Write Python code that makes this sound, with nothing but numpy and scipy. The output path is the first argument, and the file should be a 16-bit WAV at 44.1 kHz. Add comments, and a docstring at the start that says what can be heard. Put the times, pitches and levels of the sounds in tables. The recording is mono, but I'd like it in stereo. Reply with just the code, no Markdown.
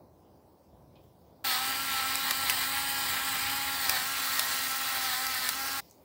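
"""Pepper mill over a grill

A battery pepper mill runs for a little over four seconds above an open charcoal grill in a garden.
Its motor whines in tones locked to a shaft that sags under load; tooth clicks rattle the plastic housing.
Clumps of tiny snaps make the rasp of the burr, and short bursts of noise are corns cracking.
Around it, filtered noise gives a low rumble, fine clicks a faint sizzle, damped rings a few light ticks."""
import sys
import numpy as np
from scipy import signal
from scipy.fft import rfft, irfft
from scipy.io import wavfile
from scipy.ndimage import uniform_filter1d

SR = 44100
rng = np.random.default_rng(int(sys.argv[2]) if len(sys.argv) > 2 else 0)


def log_audio(samples):
    """Write samples as a 16-bit WAV file to the path given in sys.argv[1]."""
    # one column per channel
    frames = np.atleast_2d(samples).T
    # limit to full scale, then quantise
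    limited = np.clip(frames, -1, 1)
    pcm = np.round(limited * 32767).astype(np.int16)
    wavfile.write(sys.argv[1], SR, pcm)


N = 266364
T = np.arange(N) / SR  # time of every sample, s


def amp(db):
    """Turns decibels into a plain multiplier."""
    return 10 ** (np.asarray(db) / 20)


def unit(x):
    """Scales a sound to an average strength (rms) of 1."""
    return x / np.sqrt(np.mean(x ** 2) + 1e-20)


def curve(rows, axis=1):
    """Draws straight lines through one column of a table of times."""
    rows = np.asarray(rows)
    return np.interp(T, rows[:, 0], rows[:, axis])


def colour(x, points):
    """Gives a sound the listed spectrum, with a filter of energy 1 that never rings ahead of its input."""
    size = 8192
    hz, db = np.transpose(points)
    log_hz = np.log(abs(np.fft.fftfreq(size, 1 / SR)) + 1)
    log_gain = np.log(amp(np.interp(log_hz, np.log(hz), db)))
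    minimum_phase = np.exp(np.conj(signal.hilbert(log_gain)))
    taps = np.fft.ifft(minimum_phase).real[:size // 2]
    return signal.oaconvolve(x, taps / np.linalg.norm(taps))[:len(x)]


def wander(hz):
    """Random drift of rms 1 whose movements weaken above the given rate."""
    f = np.fft.rfftfreq(N, 1 / SR)
    spectrum = rfft(rng.standard_normal(N)) / (1 + (f / hz) ** 2)
    return unit(irfft(spectrum, N))


def ring(x, hz, width):
    """A fixed resonance: it answers most strongly near one frequency."""
    b, a = signal.iirpeak(min(hz, SR / 2 - 1), hz / width, SR)
    return signal.lfilter(b, a, x)


def double_ring(x, hz, width):
    """The same resonance twice in a row, for steeper sides, at rms 1."""
    return unit(ring(ring(x, hz, width), hz, width))


def grains(per_s, spread_db):
    """Random clicks of uneven size and either sign."""
    size = amp(spread_db * np.minimum(rng.exponential(1, N), 4))
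    sign = rng.choice([-1, 1], N)
    return size * sign * (rng.random(N) < per_s / SR)


def patches(x, db, count):
    """The colour flickers in patches about 500 Hz wide and count frames of 1.5 ms long."""
    z = signal.stft(x, nperseg=256, noverlap=192)[2]
    field = rng.standard_normal(z.shape)
    for axis, size in enumerate([3, count]):  # across frequency, then along time
        field = uniform_filter1d(uniform_filter1d(field, size, axis), size, axis)
    flickering = z * amp(db * unit(field))
    return unit(signal.istft(flickering, nperseg=256, noverlap=192)[1][:len(x)])


# colour of the wash of outdoor air: [f/Hz, relative level/dB]
AIR_COLOUR = [(60, 1), (100, -11.5), (200, -12.5), (320, -11), (450, -14), (600, -12.5), (780, -17),
              (1000, -19.5), (1250, -30.5), (1700, -37.5), (2500, -50), (5000, -89.5)]
# rise and fall of the rumble, before its trim: [t/s, level/dB]
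RUMBLE_LEVEL = [(0, -61.5), (.63, -69), (.7, -57), (1.4, -63.5), (1.7, -57), (3.55, -53), (4.3, -59),
                (5.8, -60.5), (5.95, -68.5)]
# colour of the rumble: [f/Hz, relative level/dB]
RUMBLE_COLOUR = [(25, -26), (40, -17), (58, -3), (72, -2.5), (86, 1.5), (105, -4), (130, -3), (200, -5.5),
                 (300, -25), (600, -59.5)]
# colour of the sizzle: [f/Hz, relative level/dB]
SIZZLE_COLOUR = [(1200, -30), (2000, -11.5), (3200, -10), (4900, -6), (6200, -11), (8000, -14.5),
                 (12000, -12), (14000, -9), (15200, -2), (15800, -3.5)]
# rise and fall of the sizzle: [t/s, level/dB]
SIZZLE_LEVEL = [(0, -71.5), (1.44, -70), (5.82, -59), (6.04, -67)]
AIR_DB, AIR_FALL_DB_PER_S = -59.5, 0.36  # wash at the beginning, and how fast it eases


def garden(rumble_trim_db=-1, low_edge_hz=170):
    """Distant wash and lumpy rumble from noise, with fine clicks for the sizzle of oil on the grill."""
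    high_pass = signal.butter(2, low_edge_hz, "high", fs=SR, output="sos")
    wash = signal.sosfilt(high_pass, colour(rng.standard_normal(N), AIR_COLOUR))
    air = amp(AIR_DB - AIR_FALL_DB_PER_S * T + 1.5 * wander(3.4)) * unit(wash)
    rumble = amp(curve(RUMBLE_LEVEL) + rumble_trim_db) * colour(rng.standard_normal(N), RUMBLE_COLOUR)
    spits = patches(grains(12000, 2.2), 2.3, count=40)
    sizzle = amp(curve(SIZZLE_LEVEL)) * colour(spits, SIZZLE_COLOUR)
    return air + rumble + sizzle


# light handling ticks: [t/s, level/dB, f/Hz, width of each resonance/Hz, time to fade by 60 dB/s]
TICKS = [(.955, -67, 2460, 200, .16), (.955, -63, 3500, 1700, .07), (.96, -73, 3250, 1100, 0.86),
         (1.037, -67, 14500, 3000, .1), (5.899, -57, 6800, 2500, .015), (5.9111, -47, 6830, 2500, 0.0062),
         (5.9113, -47, 13000, 5000, .005), (5.914, -63, 6400, 1800, .12), (5.94, -66, 6500, 2500, .015)]


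def ticks():
    """Short damped rings of things handled beside the grill, made from narrow noise."""
    out = np.zeros(N)
    for s, db, hz, width, t60 in TICKS:
        fading_db = db - 60 * np.maximum(T - s, 0) / t60
        out += (T >= s) * amp(fading_db) * double_ring(rng.standard_normal(N), hz, width)
    return out


# peppercorns that break: [t/s, level/dB, length of the fracture/s, pitch of the snap f/Hz]
CRACKS = [(2.1554, -19.5, .0012, 7590), (2.3094, -16.8, .0011, 3400), (2.3123, -21.5, 0.00078, 1200),
          (2.4977, -18.5, .0014, 2600), (2.5006, -17.5, 0.00098, 4700), (3.8953, -16.7, .002, 5000),
          (3.8968, -21, 0.00099, 1100), (4.3944, -16.5, .0013, 3900), (4.3967, -24, .001, 2000),
          (5.2673, -19.5, 0.00069, 4600), (5.4901, -18.3, .0012, 4700), (5.4923, -23, 0.00099, 7300)]
# colour of the breaking burst: [f/Hz, relative level/dB]
CRACK_COLOUR = [(300, -24), (900, -8), (2400, -0.5), (3400, -8.5), (4900, 1.5), (5900, -4.5), (7800, -1.5),
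                (9700, -4), (12200, 0.5), (14000, -7), (15400, -3)]


def cracks(tail_db=-13, tail_s=0.0066, snap_db=-6, snap_width_hz=900, echo_db=-13, echo_s=0.0067):
    """A corn splits in a brief burst with its own pitch; crumbs follow and a nearby surface throws it back."""
    age, out = T[:SR // 20], np.zeros(N)
    for s, db, length, hz in CRACKS:
        fracture = np.exp(-(age / length) ** 4)
        crumbs = amp(tail_db) * np.exp(-age / tail_s)
        force = amp(db) * (fracture + crumbs)
        burst = colour(force * rng.choice([-1, 1], len(age)), CRACK_COLOUR)
        snap = ring(force * rng.choice([-1, 1], len(age)), hz, snap_width_hz)
        snap *= np.sqrt(SR / np.pi / snap_width_hz)  # makes up for the narrow band
        crack = (burst + amp(snap_db) * snap) / np.hypot(1, amp(snap_db))
        out[round(s * SR):][:len(age)] += crack
    return out + amp(echo_db) * np.interp(T - echo_s, T, out)


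ON, OFF = 1.4445, 5.803  # the motor runs between these times, s


def motor_switch(start_s=0.0072, stop_s=0.009):
    """The motor's sound ramps up from 0 to 1 as it starts and back down as it stops."""
    rise = np.clip((T - ON) / start_s + .5, 0, 1)
    fall = np.clip((OFF - T) / stop_s + .5, 0, 1)
    return rise * fall


# how far the mill is drawn back: [t/s, share 0 to 1]
DRAWN_BACK = [(1.4, 0.3), (1.8, 0.06), (3.7, 0.03), (4.1, 0.9), (5.0, 1), (5.8, 0.99)]


def drawn_back():
    """The mill's place over time: 0 held close, 1 drawn back."""
    return np.clip(curve(DRAWN_BACK), 0, 1)


# the burr bites on corns until they give way:
# [t of giving way/s, build-up/s, drag on the shaft/Hz, extra noise level/dB]
BITES = [(1.525, .09, 28.8, 4), (1.571, .04, 9.1, 3.5), (1.743, .124, 8.5, 1.7), (1.93, .04, 3, 1),
         (2.025, .14, 13.7, 2), (2.127, .062, 10.2, 1.5), (2.31, 0.065, 17.9, 2), (2.51, 0.076, 20.2, 3.6),
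         (2.637, .12, 5.4, 1.5), (2.793, 0.057, 0.51, 0.5), (3.15, .12, 12.7, 1.2),
         (3.358, 0.087, 15.3, 1.3), (3.87, .08, 13, 2.5), (3.975, .1, 24.8, 3), (4.286, 0.12, 11.3, 1.5),
         (4.407, 0.064, 17, 3.5), (4.523, .057, 3.95, 2), (4.68, .14, 13, 0.9), (4.85, .11, 10.8, .6),
         (4.98, 0.099, 13, 0.8), (5.138, .115, 27.1, 2.5), (5.342, .127, 16.5, 2), (5.475, .115, 23.3, 3.3),
         (5.75, .2, 4.07, 0.4)]
FREE_HZ, INERTIA_S = 275.3, .05  # turns per s of the unloaded shaft; lag of its speed behind the load
RELEASE_S = .029  # the force of a bite dies away this fast


def bites():
    """Each bite builds and lets go; gives the shaft speed, which sags a little later, and the extra noise."""
    drag, extra_db = np.zeros(N), np.zeros(N)
    for s, build, drag_hz, db in BITES:
        force = np.exp(-np.where(T < s, ((T - s) / build) ** 2, (T - s) / RELEASE_S))
        drag += drag_hz * force
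        extra_db += db * force
    keep = np.exp(-1 / (INERTIA_S * SR))
    lagging_drag = signal.lfilter([1 - keep], [1, -keep], drag)
    return FREE_HZ - lagging_drag, extra_db


# levels between bites as the mill is moved about, before each part's trim:
# [t/s, gear rattle level/dB, burr rasp level/dB, gear strain level/dB]
BETWEEN_BITES = [(1.445, -35.7, -34.5, -46), (2.0, -35.5, -34, -43.5), (2.8, -35.0, -32, -40.5),
                 (3.6, -35, -32.9, -42), (4.05, -36, -33.5, -43), (4.3, -36.9, -32.5, -42.5),
                 (4.9, -36, -33, -41.5), (5.4, -38, -35.5, -43.5), (5.78, -37.5, -34, -46)]
BURR_GROWTH, STRAIN_GROWTH = 0.83, 2.15  # dB of rasp and of gear strain per dB of extra noise


def working_levels(extra_db):
    """Rattle, rasp and strain all grow with a bite, each at its own rate."""
    rattle_db = curve(BETWEEN_BITES) + extra_db
    rasp_db = curve(BETWEEN_BITES, axis=2) + BURR_GROWTH * extra_db
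    strain_db = curve(BETWEEN_BITES, axis=3) + STRAIN_GROWTH * extra_db
    return rattle_db, rasp_db, strain_db


# colour of the burr in its chute with the mill held close: [f/Hz, relative level/dB]
CHUTE_NEAR = [(1500, -25), (3100, -4.5), (4900, -9), (5800, -16), (6900, -6.5), (7600, -2.5), (8700, 0.5),
              (9700, -10.5), (11200, -7.5), (12700, -2.5), (13950, -8), (14900, 1), (15700, 1)]
# the same with the mill drawn back: [f/Hz, relative level/dB]
CHUTE_FAR = [(1500, -28.5), (3100, -15.5), (4500, -5), (5500, -2), (6600, -4), (7500, -1.5), (8700, -0.5),
             (9700, -6), (10700, -3), (11500, -4.5), (12900, -0.5), (13950, -8), (14900, 4.5), (15700, 2.5)]


def burr(turns, rasp_db, back, trim_db=0.5, depth=0.11, clump_db=0.6, patchy_db=1.3):
    """Pepper crumbles between the cones in clumps of tiny snaps that sound through the chute."""
    once_a_turn = np.exp(depth * np.cos(2 * np.pi * turns))
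    snaps = unit(grains(11000, 2.0) * once_a_turn * amp(clump_db * wander(83)))
    snaps = patches(snaps, patchy_db, count=24)
    near, far = colour(snaps, CHUTE_NEAR), colour(snaps, CHUTE_FAR)
    return amp(rasp_db + trim_db) * ((1 - back) * near + back * far)


# colour of the treble layer that differs between left and right: [f/Hz, relative level/dB]
TREBLE_COLOUR = [(3500, -61), (5000, -23), (6200, 5), (8200, -11), (10500, 4), (14000, -2.5), (15500, 1.5)]


def treble_difference(rasp_db, back, running, grain_db=-12, crack_db=-10):
    """Separate treble grains and crack bursts, opposite in left and right, fading out as back rises to 1."""
    treble_grains = running * amp(rasp_db + grain_db) * colour(unit(grains(11000, 2.4)), TREBLE_COLOUR)
    crack_bursts = amp(crack_db) * colour(cracks(), TREBLE_COLOUR)
    return (1 - back) * (treble_grains + crack_bursts)


def knocks(turns, scatter_db):
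    """One uneven knock each turn."""
    new_turn = np.diff(np.floor(turns), prepend=0) > 0
    size = amp(scatter_db * rng.standard_normal(N))
    return unit(new_turn * size * rng.choice([-1, 1], N))


def chatter(turns, depth=0.18, knock=.14, second_knock=0.17):
    """Dense tooth clicks that swell once a shaft turn, with knocks from shaft and gear wheel."""
    wheel_turns = 1.512 * turns
    clicks = unit(grains(12000, 1.4) * np.exp(depth * np.cos(2 * np.pi * turns)))
    return unit(clicks + knock * knocks(turns, 4.7) + second_knock * knocks(wheel_turns, 3))


# colour of the plastic housing struck by the gears: [f/Hz, relative level/dB]
HOUSING = [(100, -24), (250, -15), (400, -12.5), (600, -11.5), (850, -4), (1150, -2.5), (1500, -1.5),
           (1900, -3.5), (2250, -2.5), (2700, -4.5), (3400, -3), (4700, -1.5), (5700, -11), (8000, -24)]
# housing resonances that ring as the load rises: [f/Hz, half the width of each resonance/Hz, relative level/dB]
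STRAIN = [(1917, 320, -2.5), (4250, 500, -6)]


def gears(turns, rattle_db, strain_db, rattle_trim_db=-1.15, strain_trim_db=-5.5, patchy_db=1.5):
    """The chatter shakes the housing, whose resonances ring harder as the load rises."""
    drive = chatter(turns)
    ringing = unit(sum(amp(db) * double_ring(drive, hz, 2 * width) for hz, width, db in STRAIN))
    body = patches(colour(chatter(turns), HOUSING), patchy_db, count=60)
    return amp(rattle_db + rattle_trim_db) * body + amp(strain_db + strain_trim_db) * ringing


FOOD_ECHO_DB = -14.5
ECHO_S, ECHO_LIFT_S = 0.000989, .0005  # delay held close; added delay when fully drawn back


def food_echo(grinding, back):
    """The food below throws the grinding back, later when the mill is drawn back."""
    return amp(FOOD_ECHO_DB) * np.interp(T - ECHO_S - ECHO_LIFT_S * back, T, grinding)


# harsh bands as the mill starts, from the brushes and the gear teeth:
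# [f/Hz, width of each resonance/Hz, level/dB, length/s]
START_UP = [(15200, 2200, -37, .07), (4300, 750, -38, .13)]


def start_up():
    """The brushes fizz and the teeth scrape, as bands of noise, while the motor takes up the first load."""
    out = np.zeros(N)
    for hz, width, db, length in START_UP:
        fade = np.exp(-((T - ON) / length) ** 4)
        out += amp(db) * fade * double_ring(rng.standard_normal(N), hz, width)
    return out


def whine(tones, turns, excess, back, flutter=0.25, slop=0.04):
    """Tones locked to the shaft, each at its own phase; play in the bearings blurs them a little."""
    out = np.zeros(N)
    for multiple, db, growth, back_db in tones:
        blur = slop * np.sqrt(multiple / 5) * wander(15)
        phase = multiple * turns + rng.random() + blur  # in cycles
        strength = amp(db + growth * excess + back_db * back) * (1 + flutter * wander(22))
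        out += strength * np.sin(2 * np.pi * phase)
    return np.sqrt(2) * out


# tones of the meshing gears: [multiple of the shaft rate, relative level/dB,
# growth/dB per 1% of speed, change when drawn back/dB]
MESH_TONES = [(6.41, -8, .21, -1.5), (7, -10.5, 0.62, -2), (7.07, -8, -0.36, 3), (7.28, -14.5, -.3, 1),
              (7.7, -9, -.3, -2), (12.12, -14.5, -.1, -2), (14.14, -14.5, 0, 0), (15.15, -10.5, -.14, 0.5),
              (16.7, -9, -.3, -0.5)]


def mesh(turns, excess, back, strain_db, trim_db=-2.5):
    """The meshing gears sound tones at fixed multiples of the shaft rate, louder with the load."""
    return amp(strain_db + trim_db) * whine(MESH_TONES, turns, excess, back, flutter=0.43)


# lesser tones of the motor: [multiple of the shaft rate, relative level/dB,
# growth/dB per 1% of speed, change when drawn back/dB]
MOTOR_TONES = [(1 / 3, -21.5, 0, -5), (1, -14.5, 0.5, -1.5), (2, -25, 0.5, -1), (4, -10, -0.14, 1),
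               (6, -6, 0.45, -0.5), (9, -6.5, -0.5, -7), (11, -12.5, 1, -3)]
# the two leading tones, before their trim: [t/s, third harmonic level/dB, fifth harmonic level/dB]
LEADING_LEVELS = [(1.46, -42.5, -43), (1.65, -44.5, -39.7), (1.85, -50.5, -43), (2, -43, -37.5),
                  (2.2, -50, -43), (2.45, -46.5, -41), (2.58, -52.5, -45), (2.8, -43, -46), (3, -45.5, -45),
                  (3.2, -48, -43), (3.5, -42.5, -43.5), (3.9, -46, -46), (4.2, -51, -42),
                  (4.48, -56.5, -45.5), (4.7, -47, -43), (5.25, -45.5, -42.5), (5.49, -59, -46),
                  (5.6, -46.5, -44)]
# which harmonics lead: [multiple of the shaft rate]
LEADING = [3, 5]


def motor(turns, excess, back, lesser_db=-41, leading_trim_db=-0.5):
    """The spinning motor whines at multiples of its shaft rate, two of them leading."""
    out = amp(lesser_db) * whine(MOTOR_TONES, turns, excess, back, flutter=0.28)
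    for column, multiple in enumerate(LEADING, 1):
        level = amp(curve(LEADING_LEVELS, axis=column) + leading_trim_db)
        out += level * whine([(multiple, 0, 0, 0)], turns, excess, back)
    return out


NOMINAL_HZ = 267  # shaft rate from which the growth of the tones is counted


def scene(uneven_db=0.39):
    """The mill in the middle over the food; a treble layer of opposite sign in left and right is added."""
    speed, extra_db = bites()
    extra_db = extra_db + uneven_db * wander(20)
    turns = np.cumsum(speed * (1 + .002 * wander(30))) / SR
    excess = 100 * (speed / NOMINAL_HZ - 1)  # percent above the nominal rate
    back, running = drawn_back(), motor_switch()
    rattle_db, rasp_db, strain_db = working_levels(extra_db)
    grinding = running * (gears(turns, rattle_db, strain_db) + burr(turns, rasp_db, back))
    tones = motor(turns, excess, back) + mesh(turns, excess, back, strain_db)
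    mill = running * (tones + start_up()) + grinding + food_echo(grinding, back)
    middle = garden() + ticks() + cracks() + mill
    difference = treble_difference(rasp_db, back, running)
    return middle + np.array([difference, -difference])  # left and right


EDGE_HZ = 15790


def record(dry):
    """Limits the band: weakens what lies below 38 Hz and cuts steeply above the upper edge."""
    no_sub = signal.sosfilt(signal.butter(2, 38, "high", fs=SR, output="sos"), dry)
    low_pass = signal.firwin(1601, EDGE_HZ, window=("kaiser", 8), fs=SR)
    return signal.oaconvolve(no_sub, low_pass[None], "same")


dry = scene()
out = record(dry)
log_audio(out)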